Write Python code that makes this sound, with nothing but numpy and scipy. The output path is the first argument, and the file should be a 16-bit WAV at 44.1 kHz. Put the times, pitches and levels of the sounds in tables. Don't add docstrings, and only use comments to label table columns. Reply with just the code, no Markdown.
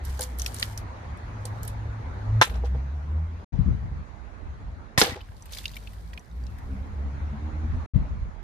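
import sys
import numpy as np
from scipy import signal
from scipy.fft import rfft, irfft, next_fast_len
from scipy.io import wavfile
from scipy.ndimage import uniform_filter1d

SR = 44100
rng = np.random.default_rng(int(sys.argv[2]) if len(sys.argv) > 2 else 0)


def transcribe(u):
    v = np.clip(np.atleast_2d(u).T, -1, 1)
    q = np.round(v * 32767).astype(np.int16)
    wavfile.write(sys.argv[1], SR, q)


N = 371763


def amp(db):
    return 10 ** (np.asarray(db) / 20)


def evened(x):
    return x / np.sqrt(np.mean(x ** 2) + 1e-20)


def read(points, hz):
    f, value = np.transpose(points)
    return np.interp(np.log(hz + 1), np.log(f + 1), value)


def columns(rows):
    s, *values = np.transpose(rows)
    t = np.arange(s[0], s[-1], 1 / SR)
    return s[0], [np.interp(t, s, v) for v in values]


def add(mix, s, sound):
    part = mix[:, round(s * SR):][:, :sound.shape[-1]]
    part += sound[..., :part.shape[-1]]


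def panned(db):
    return amp(np.array([db / 2, -db / 2])).reshape(2, -1)


def sine(hz, t):
    return np.sin(2 * np.pi * hz * t)


def coloured(x, spectrum):
    size = next_fast_len(x.shape[-1])
    gain = amp(read(spectrum, np.fft.rfftfreq(size, 1 / SR)))
    return evened(irfft(rfft(x, size) * gain, size)[..., :x.shape[-1]])


def noise(count, spectrum, same, size, t60=((1, 1e3),), patchy_db=0.):
    frames, hz = count * 4 // size + 5, np.fft.rfftfreq(size, 1 / SR)
    a, b, c, d, patches = rng.standard_normal((frames, len(hz), 5)).T
    patches = uniform_filter1d(patches, size=8, axis=0)
    patches = evened(uniform_filter1d(patches, size=8, axis=1))
    like = np.clip(read(same, hz), -1, 1)[:, None]
    left = a + 1j * b
    right = like * left + np.sqrt(1 - like ** 2) * (c + 1j * d)
    elapsed = np.arange(frames) * size / 4 / SR
    fall_db = 60 * elapsed / np.maximum(read(t60, hz), .005)[:, None]
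    level_db = read(spectrum, hz)[:, None] + patchy_db * patches - fall_db
    z = np.array([left, right]) * amp(level_db)
    return signal.istft(z, nperseg=size, noverlap=size * 3 // 4)[1][:, :count]


# hz [Hz], likeness [-1 to 1]
DIFFUSE_LIKENESS = [(60, 0.37), (130, -0.47), (290, 0.8), (480, .6), (700, -0.2), (1410, -0.23),
                    (3100, 0.16), (6820, -0.2), (15000, -0.041)]


def burst(db, spectrum, t60, seconds, rise, patchy_db=2.5):
    x = noise(round(seconds * SR), spectrum, DIFFUSE_LIKENESS, size=128, t60=t60, patchy_db=patchy_db)
    head = np.sqrt(np.mean(x[:, :SR // 200] ** 2))
    return amp(db) * x / head * np.minimum(np.arange(x.shape[1]) / SR / rise, 1)


def grains(count, per_s, spread_db, spectrum, share):
    sizes = amp(spread_db * np.minimum(rng.exponential(1, (count, 2)), 4))
    ticks = sizes * (rng.random((count, 2)) < per_s / SR)
    spread = signal.lfilter([1], [1, -.97], ticks.T)
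    modulation = 1 - share + share * evened(spread)
    return coloured(rng.standard_normal((count, 2)).T * modulation, spectrum)


# start_s [s], hiss_db [dB], rumble_db [dB]
ROAD_LEVELS = [(0.0, -45.5, -39), (0.6, -45.5, -39.5), (1.2, -44, -35.5), (1.93, -45, -31),
               (2.46, -43.5, -36), (2.62, -47, -34), (3.33, -49, -38.5), (3.65, -46.5, -41.5),
               (3.9, -49.5, -34), (4.75, -50, -35.5), (5.0, -51, -42.5), (5.26, -56, -40.5),
               (5.5, -53.5, -43), (6.33, -54, -44), (6.52, -50, -35.5), (7.05, -46.5, -33.5),
               (7.5, -45.5, -33.5), (7.84, -44.5, -31), (8.43, -51, -38.5)]
# hz [Hz], density_db [dB per Hz]
HISS_SPECTRUM = [(88, -32), (150, -11.5), (215, -9), (260, -14), (460, -16.5), (535, -16), (876, -13),
                 (2140, -24), (3010, -35), (4000, -34.5), (5120, -40.5), (6800, -40), (7400, -49),
                 (11400, -53.5), (14000, -70.5)]
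RUMBLE_SPECTRUM = [(12, -49), (20, -23), (39, -1), (59, 2), (72, 4.5), (113, -12), (206, -20), (300, -27.5),
                   (390, -54), (660, -120)]
# start_s [s], likeness [0 to 1]
RUMBLE_LIKENESS = [(0, 0.99), (3.45, 0.94), (3.52, 0.61), (8.43, 0.55)]


def road():
    s, hiss_db, rumble_db = np.transpose(ROAD_LEVELS)
    t = np.arange(N) / SR
    hiss = evened(noise(N, HISS_SPECTRUM, DIFFUSE_LIKENESS, size=1024, patchy_db=2.0))
    a, b = evened(noise(N, RUMBLE_SPECTRUM, [(1, 0.00044)], size=2048, patchy_db=3.0))
    like = np.interp(t, *np.transpose(RUMBLE_LIKENESS))
    rumble = np.array([a, like * a + np.sqrt(1 - like ** 2) * b])
    return amp(np.interp(t, s, hiss_db)) * hiss + amp(np.interp(t, s, rumble_db)) * rumble


# (start_s [s], level_db [dB])
ENGINE_NOTES = [ (69.4, 57, (-27, -36, -33.5), [(0.0, -33), (0.14, -28.5), (0.22, -37.5), (0.42, -28.5),
                (0.55, -44)]), (102.4, 109, (-31, -44, -46), [(0.45, -46.5), (0.72, -36), (0.86, -48.5),
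                (1.2, -47.5), (1.43, -33.5), (1.61, -39.5), (1.83, -33.5), (1.98, -34), (2.05, -31)]),
                (96.5, 112, (-28, -45.5, -44.5), [(2.12, -39), (2.25, -31), (2.34, -20), (2.4, -20.5),
                (2.44, -45)]), (56.3, 86, (-20, -32, -46), [(2.46, -40), (2.57, -24.5), (2.73, -23.5),
                (2.9, -30.5), (3.05, -30), (3.18, -23), (3.45, -44)]), (48.43, 81, (-20.5, -18.5, -23),
                [(5.5, -44.5), (5.85, -43.5), (6.15, -41), (6.25, -75), (6.33, -37), (6.45, -29.5),
                (6.62, -50), (6.72, -30), (6.83, -34), (6.91, -47.5), (6.98, -28), (7.15, -34),
                (7.185, -49), (7.22, -26), (7.36, -38.5), (7.45, -28), (7.54, -34.5), (7.6, -27),
                (7.86, -36.5)]), (60.15, 37, (-23, -32, -21), [(8.04, -50), (8.13, -32), (8.28, -40.5),
                (8.43, -30)]), ]
TREMBLE = .012
ORDERS_SMOOTH_S, ORDERS_WAVER_DB = 0.19, 5.5


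def engine(first_hz, last_hz, orders_db, level):
    s, (db,) = columns(level)
    count = len(db)
    tremble = evened(uniform_filter1d(rng.standard_normal(count), size=2000))
    pitch_hz = np.linspace(first_hz, last_hz, count) * (1 + TREMBLE * tremble)
    turns = np.cumsum(pitch_hz) / SR
    slow = uniform_filter1d(amp(db), round(ORDERS_SMOOTH_S * SR))
    waver = uniform_filter1d(rng.standard_normal((count, 3)).T, size=1800)
    waver = uniform_filter1d(waver, size=1800)
    orders = np.zeros(count)
    for k, order_db in enumerate(orders_db):
        gain = amp(order_db + ORDERS_WAVER_DB * evened(waver[k]))
        orders += gain * np.sin(2 * np.pi * (k + 2) * turns + k)
    note = amp(db) * np.sin(2 * np.pi * turns) + slow * orders
    return s, np.sqrt(2) * note * signal.windows.tukey(count, .08) * np.ones((2, 1))


# start_s [s], level_db [dB]
RUSTLES = [
    [(0.03, -49.5), (0.134, -50.5), (0.37, -61.5), (0.39, -59), (0.52, -52), (0.602, -45.5), (0.73, -51.5),
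     (0.82, -80)],
    [(1.4, -68), (1.75, -68)],
]
# hz [Hz], density_db [dB per Hz]
FOIL_SPECTRUM = [(880, -31.5), (1500, -2.5), (2620, -15), (2730, -24), (2890, -5.5), (3600, -9), (4330, -7),
                 (11000, -10.5), (15000, -15)]


def rustle(rows):
    s, (db,) = columns(rows)
    crackle = grains(len(db), per_s=500, spread_db=4.5, spectrum=FOIL_SPECTRUM, share=.5)
    return s, amp(db) * crackle * signal.windows.tukey(len(db), .05)


# start_s [s], level_db [dB], centre_hz [Hz],
# octave_lower_db [dB], left_right_db [dB]
FOIL_SNAPS = [(0.0508, -37.5, 12500, -2, -10), (0.192, -32, 6440, -6, -2), (0.2073, -22.5, 9650, -16, -3),
              (0.2178, -27, 4400, -23, 7), (0.2276, -28, 10670, -4, -6), (0.2354, -29, 6960, -13, -2.5),
              (0.386, -32.5, 11370, -19, -10), (0.3958, -27.5, 5870, -43, 4),
              (0.4176, -26.5, 6150, -39, -4), (0.4447, -38, 5900, -16, 7), (0.4609, -23, 5470, -2, -0.5),
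              (0.543, -30.5, 9690, -15, 0), (0.5634, -38, 4080, -25, 2), (0.5846, -35, 6030, -14, 3),
              (0.5973, -28, 9050, -17, -4), (0.6225, -31, 6440, -20, 4), (0.6262, -21.5, 4780, 3, -5),
              (0.7753, -30.5, 5870, -21, -3), (1.172, -55.5, 8900, -15, -4), (1.4531, -30, 8660, -6, -2.5),
              (1.6304, -34.5, 12300, -1, -3), (1.6495, -38.5, 13000, -10, -6), (1.6766, -31, 9840, -15, -3)]
SNAP_T60, FOIL_T60 = 0.018, 0.12
SNAP_RING_DB, FOIL_DB = -1.1, -12.5


def snap(s, db, hz, low_db, pan_db):
    shape = [(hz / 4, low_db - 22.5), (hz / 2, low_db), (hz / 1.2, np.maximum(low_db, -9.0)),
             (hz, 0), (hz * 1.26, -10), (hz * 4, -18)]
    pop = burst(db, shape, [(1, SNAP_T60)], 0.084, 0.0024)
    t = np.arange(pop.shape[1]) / SR
    ring = amp(db + SNAP_RING_DB - 60 * t / SNAP_T60) * sine(hz, t) * np.minimum(t / 0.001, 1)
    foil = burst(db + FOIL_DB, FOIL_SPECTRUM, [(1, FOIL_T60)], 0.12, 0.0021)[:, :pop.shape[1]]
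    return s, panned(pan_db) * (pop + ring + foil)


# start_s [s], level_db [dB],
# tilt_db (towards the upper modes) [dB per octave], lowest_hz [Hz], lowest_t60 [s]
CAN_THUMPS = [(0.1925, -27, 7, 495, 0.17), (0.202, -32.5, -9.5, 502, 0.22), (1.449, -34, 1, 499, .1),
              (2.472, -31, 5, 480, .06), (2.51, -35, -1, 480, 0.068), (2.553, -33.5, 2, 440, .07),
              (2.637, -25.5, -7, 474, 0.053), (2.647, -36, -3, 470, .07), (2.746, -32.5, -3, 462, 0.065),
              (2.755, -36.5, 1.5, 525, 0.077), (5.018, -20.5, -10, 398, 0.066),
              (5.031, -22.5, -5, 480, 0.077), (5.062, -30, 1, 499, 0.094), (5.075, -25, -6, 500, 0.13),
              (5.094, -41, 2, 490, 0.071), (5.108, -45, 3, 499, .05), (5.119, -37, -9.5, 240, 0.043),
              (5.157, -34, -4.5, 380, 0.066), (5.168, -33, -12, 503, 0.047), (5.186, -43, 0, 480, .05)]
# hz [Hz], level_db [dB], t60 [s]
HOLLOW_MODES = [(644, -5, 0.043), (802, -4.5, 0.045), (1030, -12, 0.026), (1550, -14, 0.031)]


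def thump(s, db, tilt_db, low_hz, low_t60):
    t = np.arange(round(.2 * SR)) / SR
    modes = 0
    for f, g, t60 in [(low_hz, -3.5, low_t60)] + HOLLOW_MODES:
        tilted_db = g + tilt_db * np.log2(f / HOLLOW_MODES[0][0])
        modes = modes + amp(tilted_db - 60 * t / t60) * sine(f, t)
    return s, amp(db) * modes * np.minimum(t / 0.0015, 1) * panned(0)


# start_s [s], level_db [dB], pitch_hz [Hz], t60 [s], left_right_db [dB]
METAL_CLANKS = [(.4625, -22, 2570, 0.015, 0), (.463, -29, 1890, .012, 0), (.6268, -25, 1490, .012, 0),
                (.6268, -20, 1870, 0.014, 6), (.627, -19.5, 2420, 0.013, 13),
                (.627, -17.5, 3060, 0.013, -12), (.6272, -19, 3560, .014, 11), (.6275, -19, 4500, .012, 2),
                (5.035, -25, 790, .08, 2), (5.063, -35, 800, 0.23, -0.5), (4.9768, -11.5, 1905, .03, 3),
                (4.9775, -15.5, 5120, .02, 0.5), (4.986, -18, 1035, 0.04, 1),
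                (4.988, -17.5, 1940, .035, 0.5), (5.0146, -7.5, 460, 0.026, -0.5),
                (5.0146, -9, 3600, .02, 0.5), (5.0165, -10.5, 2240, .02, 2.5),
                (5.0147, -11, 1390, .02, 1.5), (5.0185, -14.5, 1590, 0.021, 1), (5.019, -16, 5030, .015, 1),
                (5.03, -19, 1700, .04, -0.5), (5.058, -27.5, 2920, .03, 6), (5.07, -26, 3600, 0.026, 1),
                (5.097, -37, 1520, .025, 0), (5.108, -31, 2270, .03, 0), (5.131, -32, 2000, .04, 0),
                (5.16, -42, 1910, 0.027, 0), (5.174, -35, 840, 0.029, 0), (5.1126, -32, 1900, .05, -2),
                (5.116, -38, 3700, .04, 4)]
PORT_LAG_S = .00015


def clank(s, db, hz, t60, pan_db):
    t = np.arange(round(.15 * SR)) / SR
    ring = sine(hz, t - np.array([[0], [PORT_LAG_S]]))
    return s, panned(pan_db) * amp(db - 60 * t / t60) * ring * np.minimum(t / 0.00086, 1)


# start_s [s], level_db [dB], shell_ring_db [dB]
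CAN_KNOCKS = [(2.4142, -10.5, 1), (2.47, -49, -8), (2.495, -41.5, -2), (2.54, -43.5, -10),
              (2.556, -44.5, -7), (2.646, -47.5, -1), (2.656, -46.5, -12), (2.748, -56.5, -8)]
# hz [Hz], level_db [dB], t60 [s]
SHELL_MODES = [(511, -11, 0.057), (710, -3.5, 0.04), (883, -3, 0.06), (1017, -0.5, 0.062),
               (1344, -10.5, 0.13), (1647, 5.5, 0.031), (1805, -6.5, 0.12), (2100, -4, 0.07),
               (2320, -8.5, .08), (2830, -9.5, 0.11), (3200, -1.5, 0.084), (3540, 0, 0.11),
               (4010, -6, 0.12), (4190, -6.5, 0.059), (5230, -4, 0.077), (6000, -3, 0.071)]
# hz [Hz], t60 [s]
CLATTER_SPECTRUM = [(180, -40), (300, -25.5), (500, -9), (763, -4.5), (884, -3), (1330, -3.5), (2070, -6),
                    (3490, -0.5), (14000, -24), (15000, -34.5)]
CLATTER_DECAY = [(400, 0.069), (1000, 0.07), (2000, 0.15), (5000, 0.11), (12000, 0.21)]
KNOCK_TREBLE_DB, CLATTER_DB = -9, -2.5


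def knock(s, db, ring_db):
    t = np.arange(round(.25 * SR)) / SR
    port_t = t - np.array([[0], [.0002]])
    tilt = [(1400, 0.00043), (2600, KNOCK_TREBLE_DB)]
    phases = rng.uniform(0, 3.16, len(SHELL_MODES))
    ring = 0
    for (f, g, t60), phase in zip(SHELL_MODES, phases):
        mode = np.sin(2 * np.pi * f * port_t + phase)
        ring = ring + amp(g + read(tilt, f) - 60 * t / t60) * mode
    colour = [(f, g + read(tilt, f)) for f, g in CLATTER_SPECTRUM]
    clatter = burst(db + CLATTER_DB, colour, CLATTER_DECAY, .25, 0.0015, patchy_db=3.4)
    return s - .001, amp(db + ring_db) * ring * np.minimum(t / 0.0013, 1) + clatter


# start_s [s], level_db [dB]
SHARP_SLAPS = [(2.4146, -27.5), (4.978, -29), (5.0154, -23.5), (5.022, -36.5), (5.025, -35.5),
               (5.033, -37.5)]


def slap(s, db):
    u = np.arange(300) / SR / 0.00022
    pulse = np.pad((1 - u) * np.exp(-u), 300)
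    crack = coloured(pulse, [(200, -22.5), (700, 1.0), (5000, -2.5), (9000, -15.0)])
    return s - 300 / SR, -amp(db) * crack * np.ones((2, 1))


# heard_from_s [s], strongest_push_s [s], following_db [dB]
WIND_GUSTS = [(3.52, 3.685, -2.5), (7.93, 7.962, -6.5)]
# hz [Hz], density_db [dB per Hz]
GUST_SPECTRUM = [(15, -36), (25, -10.5), (53, 2.5), (102, -6.5), (141, -7.5), (221, -18), (387, -37.5),
                 (472, -40), (600, -49), (780, -84), (1320, -120)]
# time_from_push_s [s], level_db [dB], left_right_db [dB]
GUST_COURSE = [(-.165, -30, 11.5), (-.08, -22, 14.5), (-.04, -27.5, 5.5), (0, -17, 13), (.06, -26, 6),
               (.12, -40, 5), (.16, -25, -2), (.22, -40, -7), (.26, -38.5, -3), (.33, -30, 9),
               (.36, -55, -10)]


def gust(s, push, after_db):
    first, (db, pan_db) = columns(GUST_COURSE)
    from_push = first + np.arange(len(db)) / SR
    db = db + after_db * np.clip((from_push - .06) / .06, 0, 1)
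    lumps = evened(noise(len(db), GUST_SPECTRUM, [(1, 0.115)], size=2048))
    unheard = max(round((s - push - first) * SR), 0)
    return s, (amp(db) * panned(pan_db) * lumps)[:, unheard:]


# start_s [s], level_db [dB], pitch_hz (before its glide) [Hz], length [nominal cycles], left_right_db [dB]
AIR_BUMPS = [(3.585, -16, 150, 3.2, 13), (3.676, -18.5, 114.3, 1.6, 12), (7.952, -19, 89.2, 2.8, 13),
             (4.9745, -11, 108, 2.1, 4), (5.085, -30, 69.4, 1.7, -1), (5.12, -32, 70, 1.5, 12),
             (5.205, -32, 60, 2.3, -4), (5.285, -33, 74, 2.2, 0)]


def bump(s, db, hz, cycles, pan_db):
    u = np.arange(round(cycles / hz * SR)) / SR * hz
    swings = np.sin(2 * np.pi * (1.227 * u - 0.059 * u ** 2))
    return s, amp(db) * swings * np.hanning(len(u)) * panned(pan_db)


# (hz [Hz], t60 [s])
MUZZLE_BLAST = (4.9762, -18.5, [(35, -30.5), (60, -3), (220, -9.5), (480, -1), (835, -11), (1050, -11.5),
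                (1330, -13), (2060, -5), (2420, -13.5), (3930, -6.5), (6000, -13), (14000, -24.5),
                (15000, -22)], [(100, .08), (500, 0.12), (1000, 0.28), (5000, 0.31), (12000, 0.25)])
JET = (4.986, -18.5, [(2000, -21), (5000, 1), (11000, -1), (15000, -6)], [(2000, 0.13), (12000, 0.22)])
PELLET_STRIKE = (5.0142, -13.5, [(88, -31), (150, -4), (728, 1.5), (1030, -16.5), (1570, -.6), (2700, -10),
                 (3970, -1.5), (6060, -5), (8100, -21.5), (12900, -21), (15000, -32.5)], [(300, 0.17),
                 (1500, 0.077), (6000, .05)])
YARD_TAIL = (5.02, -25.5, [(88, -40), (150, -18), (495, -16.5), (687, -30), (802, -13.5), (1130, -15),
             (4630, -22), (12900, -41), (15000, -43)], [(300, 0.45), (2000, 0.4), (6000, 0.36),
             (13000, 0.3)])
CRACKLE_DB, CRACKLE_S = 3.5, .003


def shot(s, db, spectrum, t60, rise):
    sound = burst(db, spectrum, t60, 0.35, rise, patchy_db=2.0)
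    lumps = uniform_filter1d(rng.standard_normal(sound.shape[1]), round(CRACKLE_S * SR))
    return s, sound * amp(CRACKLE_DB * evened(lumps) - 0.5)


# start_s [s], level_db [dB]
SPRAY_LEVEL = [(5.2, -68.5), (5.5, -61.5), (5.525, -45.5), (5.6, -47), (5.67, -54.5), (5.81, -58),
               (6.28, -68), (6.7, -67), (7.1, -81)]
# hz [Hz], density_db [dB per Hz]
WATER_SPECTRUM = [(710, -50), (1200, -21), (1450, -15), (1740, -12), (3960, -1), (7010, -7), (8660, -6.5),
                  (13800, -9.5), (15000, -10)]


def spray():
    s, (db,) = columns(SPRAY_LEVEL)
    patter = grains(len(db), per_s=900, spread_db=4.0, spectrum=WATER_SPECTRUM, share=.5)
    return s, amp(db) * patter * signal.windows.tukey(len(db), .05)


DROPLETS_PER_S, DROPLET_DB, DROPLET_SPREAD_DB = 300, -1, 4
DROPLET_LOW_HZ, DROPLET_TOP_HZ = 1695, 7060


def droplets():
    s, (db,) = columns(SPRAY_LEVEL)
    count = len(db)
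    out, t = np.zeros((2, count)), np.arange(400) / SR
    pitches = np.geomspace(DROPLET_LOW_HZ, DROPLET_TOP_HZ, num=16)
    for hz in pitches:
        arrivals = rng.random(count) < DROPLETS_PER_S / SR / len(pitches)
        hits = arrivals * amp(DROPLET_SPREAD_DB * np.minimum(rng.exponential(1, count), 4))
        ring = sine(hz, t) * amp(-60 * t * hz / 16) * np.minimum(t / .0003, 1)
        out += panned(3.8 * rng.standard_normal()) * signal.oaconvolve(hits, ring)[:count]
    return s, amp(db + DROPLET_DB) * out


# start_s [s], level_db [dB], pitch_hz [Hz], tick_db [dB], splash_db [dB]
LANDING_DROPS = [(5.2069, -42.5, 2570, -17, -8), (5.2124, -40, 3030, -22, -12),
                 (5.2869, -45.5, 1620, -29, -14), (5.3172, -56, 1700, -15, 1.5),
                 (5.365, -53, 4400, -20, -3), (5.4226, -43.5, 5980, -21, -3),
                 (5.4565, -50.5, 1910, 4.5, -9), (5.4924, -50, 2550, -8, -6), (5.5218, -41.5, 6100, 1, -5),
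                 (5.533, -35, 3720, -12, -1), (5.548, -41, 3800, 2, -3), (5.5717, -40.5, 4260, -2, 4),
                 (5.5845, -33.5, 3410, -6, 1.5), (5.6412, -41, 2760, -6, -4), (5.655, -21, 2800, -21, -6),
                 (5.6795, -36, 3860, -17, -4.5), (5.693, -46, 4200, -10, -2), (5.7144, -45, 4740, -5, -4),
                 (5.7348, -45, 2780, -14, -4), (5.743, -41, 3520, -25, -9), (5.756, -48, 1950, 3, -2),
                 (5.7665, -29.5, 2310, -13, -10), (5.8256, -55, 3797, -6, -9), (5.866, -57, 4680, -20, -8),
                 (5.8722, -35, 2640, -24, -6), (5.9334, -51, 1980, -2, -8), (6.132, -38.5, 1920, -16, -1.5),
                 (6.136, -48, 4430, -20, -2), (6.1755, -35.5, 2470, -16, 1), (6.194, -45.5, 5930, -25, -11),
                 (6.246, -59, 5000, -20, -9), (6.299, -63, 5000, -22, -13), (6.313, -54, 3760, -25, -18),
                 (6.4368, -51, 4650, -23, -7), (6.4662, -46.5, 3960, -23, 0), (6.5847, -50.5, 1720, -3, -5)]
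SPLASH_T60, BUBBLE_T60 = 0.022, 0.026
DROP_SCATTER_DB = 1.5


def drop(s, db, hz, tick_db, splash_db):
    t = np.arange(round(.06 * SR)) / SR
    tones = hz * np.array([1, 1.3, 1.65]) * rng.uniform(.94, 1.06, 3) ** [0, 1, 1]
    plop = 0
    for f, g in zip(tones, (0, -7.0, -8.0)):
        plop = plop + amp(g - 60 * t / BUBBLE_T60 * f / hz) * sine(f, t)
    plop = amp(db) * plop * np.minimum(t / 0.00098, 1)
    shape = [(hz / 2.7, -45), (hz / 1.7, -20), (hz, 0), (hz * 1.24, -3), (hz * 2.4, -22), (hz * 5, -45)]
    splash = burst(db + splash_db, shape, [(1, SPLASH_T60)], .06, 0.0024)
    tick = burst(db + tick_db, [(3000, -6.5), (8000, -9.5), (14000, -7)], [(1, 0.053)], .06, 0.00028)
    return s, panned(DROP_SCATTER_DB * rng.standard_normal()) * (plop + splash + tick)


def scene():
    mix = road()
    for rows in RUSTLES:
        add(mix, *rustle(rows))
    for part, rise_s in ((MUZZLE_BLAST, .001), (JET, .008), (PELLET_STRIKE, .001), (YARD_TAIL, .02)):
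        add(mix, *shot(*part, rise_s))
    add(mix, *spray())
    add(mix, *droplets())
    for table, source in ((ENGINE_NOTES, engine), (FOIL_SNAPS, snap), (CAN_THUMPS, thump),
                          (METAL_CLANKS, clank), (CAN_KNOCKS, knock), (SHARP_SLAPS, slap),
                          (WIND_GUSTS, gust), (AIR_BUMPS, bump), (LANDING_DROPS, drop)):
        for row in table:
            add(mix, *source(*row))
    return mix


# start_s [s], end_s [s]
BASS_LULLS = [(4.01, 4.47), (4.81, 5.02), (6.21, 6.29), (8.295, 9.4)]
LULL_HZ, LULL_DEPTH = 191, 0.94
# start_s [s], end_s [s]
SHORT_SILENCES = [(3.446, 3.522), (7.862, 7.936)]
MIC_LOW_HZ, MIC_TOP_HZ, EDGE_HZ = 39, 14700, 15865


def record(dry):
    t = np.arange(N) / SR
    lull = sum(np.clip(np.minimum(t - a, b - t) / .008, 0, 1) for a, b in BASS_LULLS)
    low = signal.sosfiltfilt(signal.butter(3, LULL_HZ, fs=SR, output="sos"), dry[0])
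    ports = np.array([dry[0] - LULL_DEPTH * lull * low, dry[1]])
    heard = np.ones(N)
    for a, b in SHORT_SILENCES:
        heard *= np.clip(np.maximum((a - t) / 0.0013, (t - b) / 0.0093), 0, 1)
    bass = signal.butter(2, MIC_LOW_HZ, "high", fs=SR, output="sos")
    mic_top = signal.firwin(201, MIC_TOP_HZ, fs=SR)
    edge = signal.firwin(511, EDGE_HZ, window=("kaiser", 9), fs=SR)
    taps = np.convolve(mic_top, edge)
    return signal.oaconvolve(signal.sosfilt(bass, ports) * heard, taps[None], "same")


dry = scene()
out = record(dry)
transcribe(out)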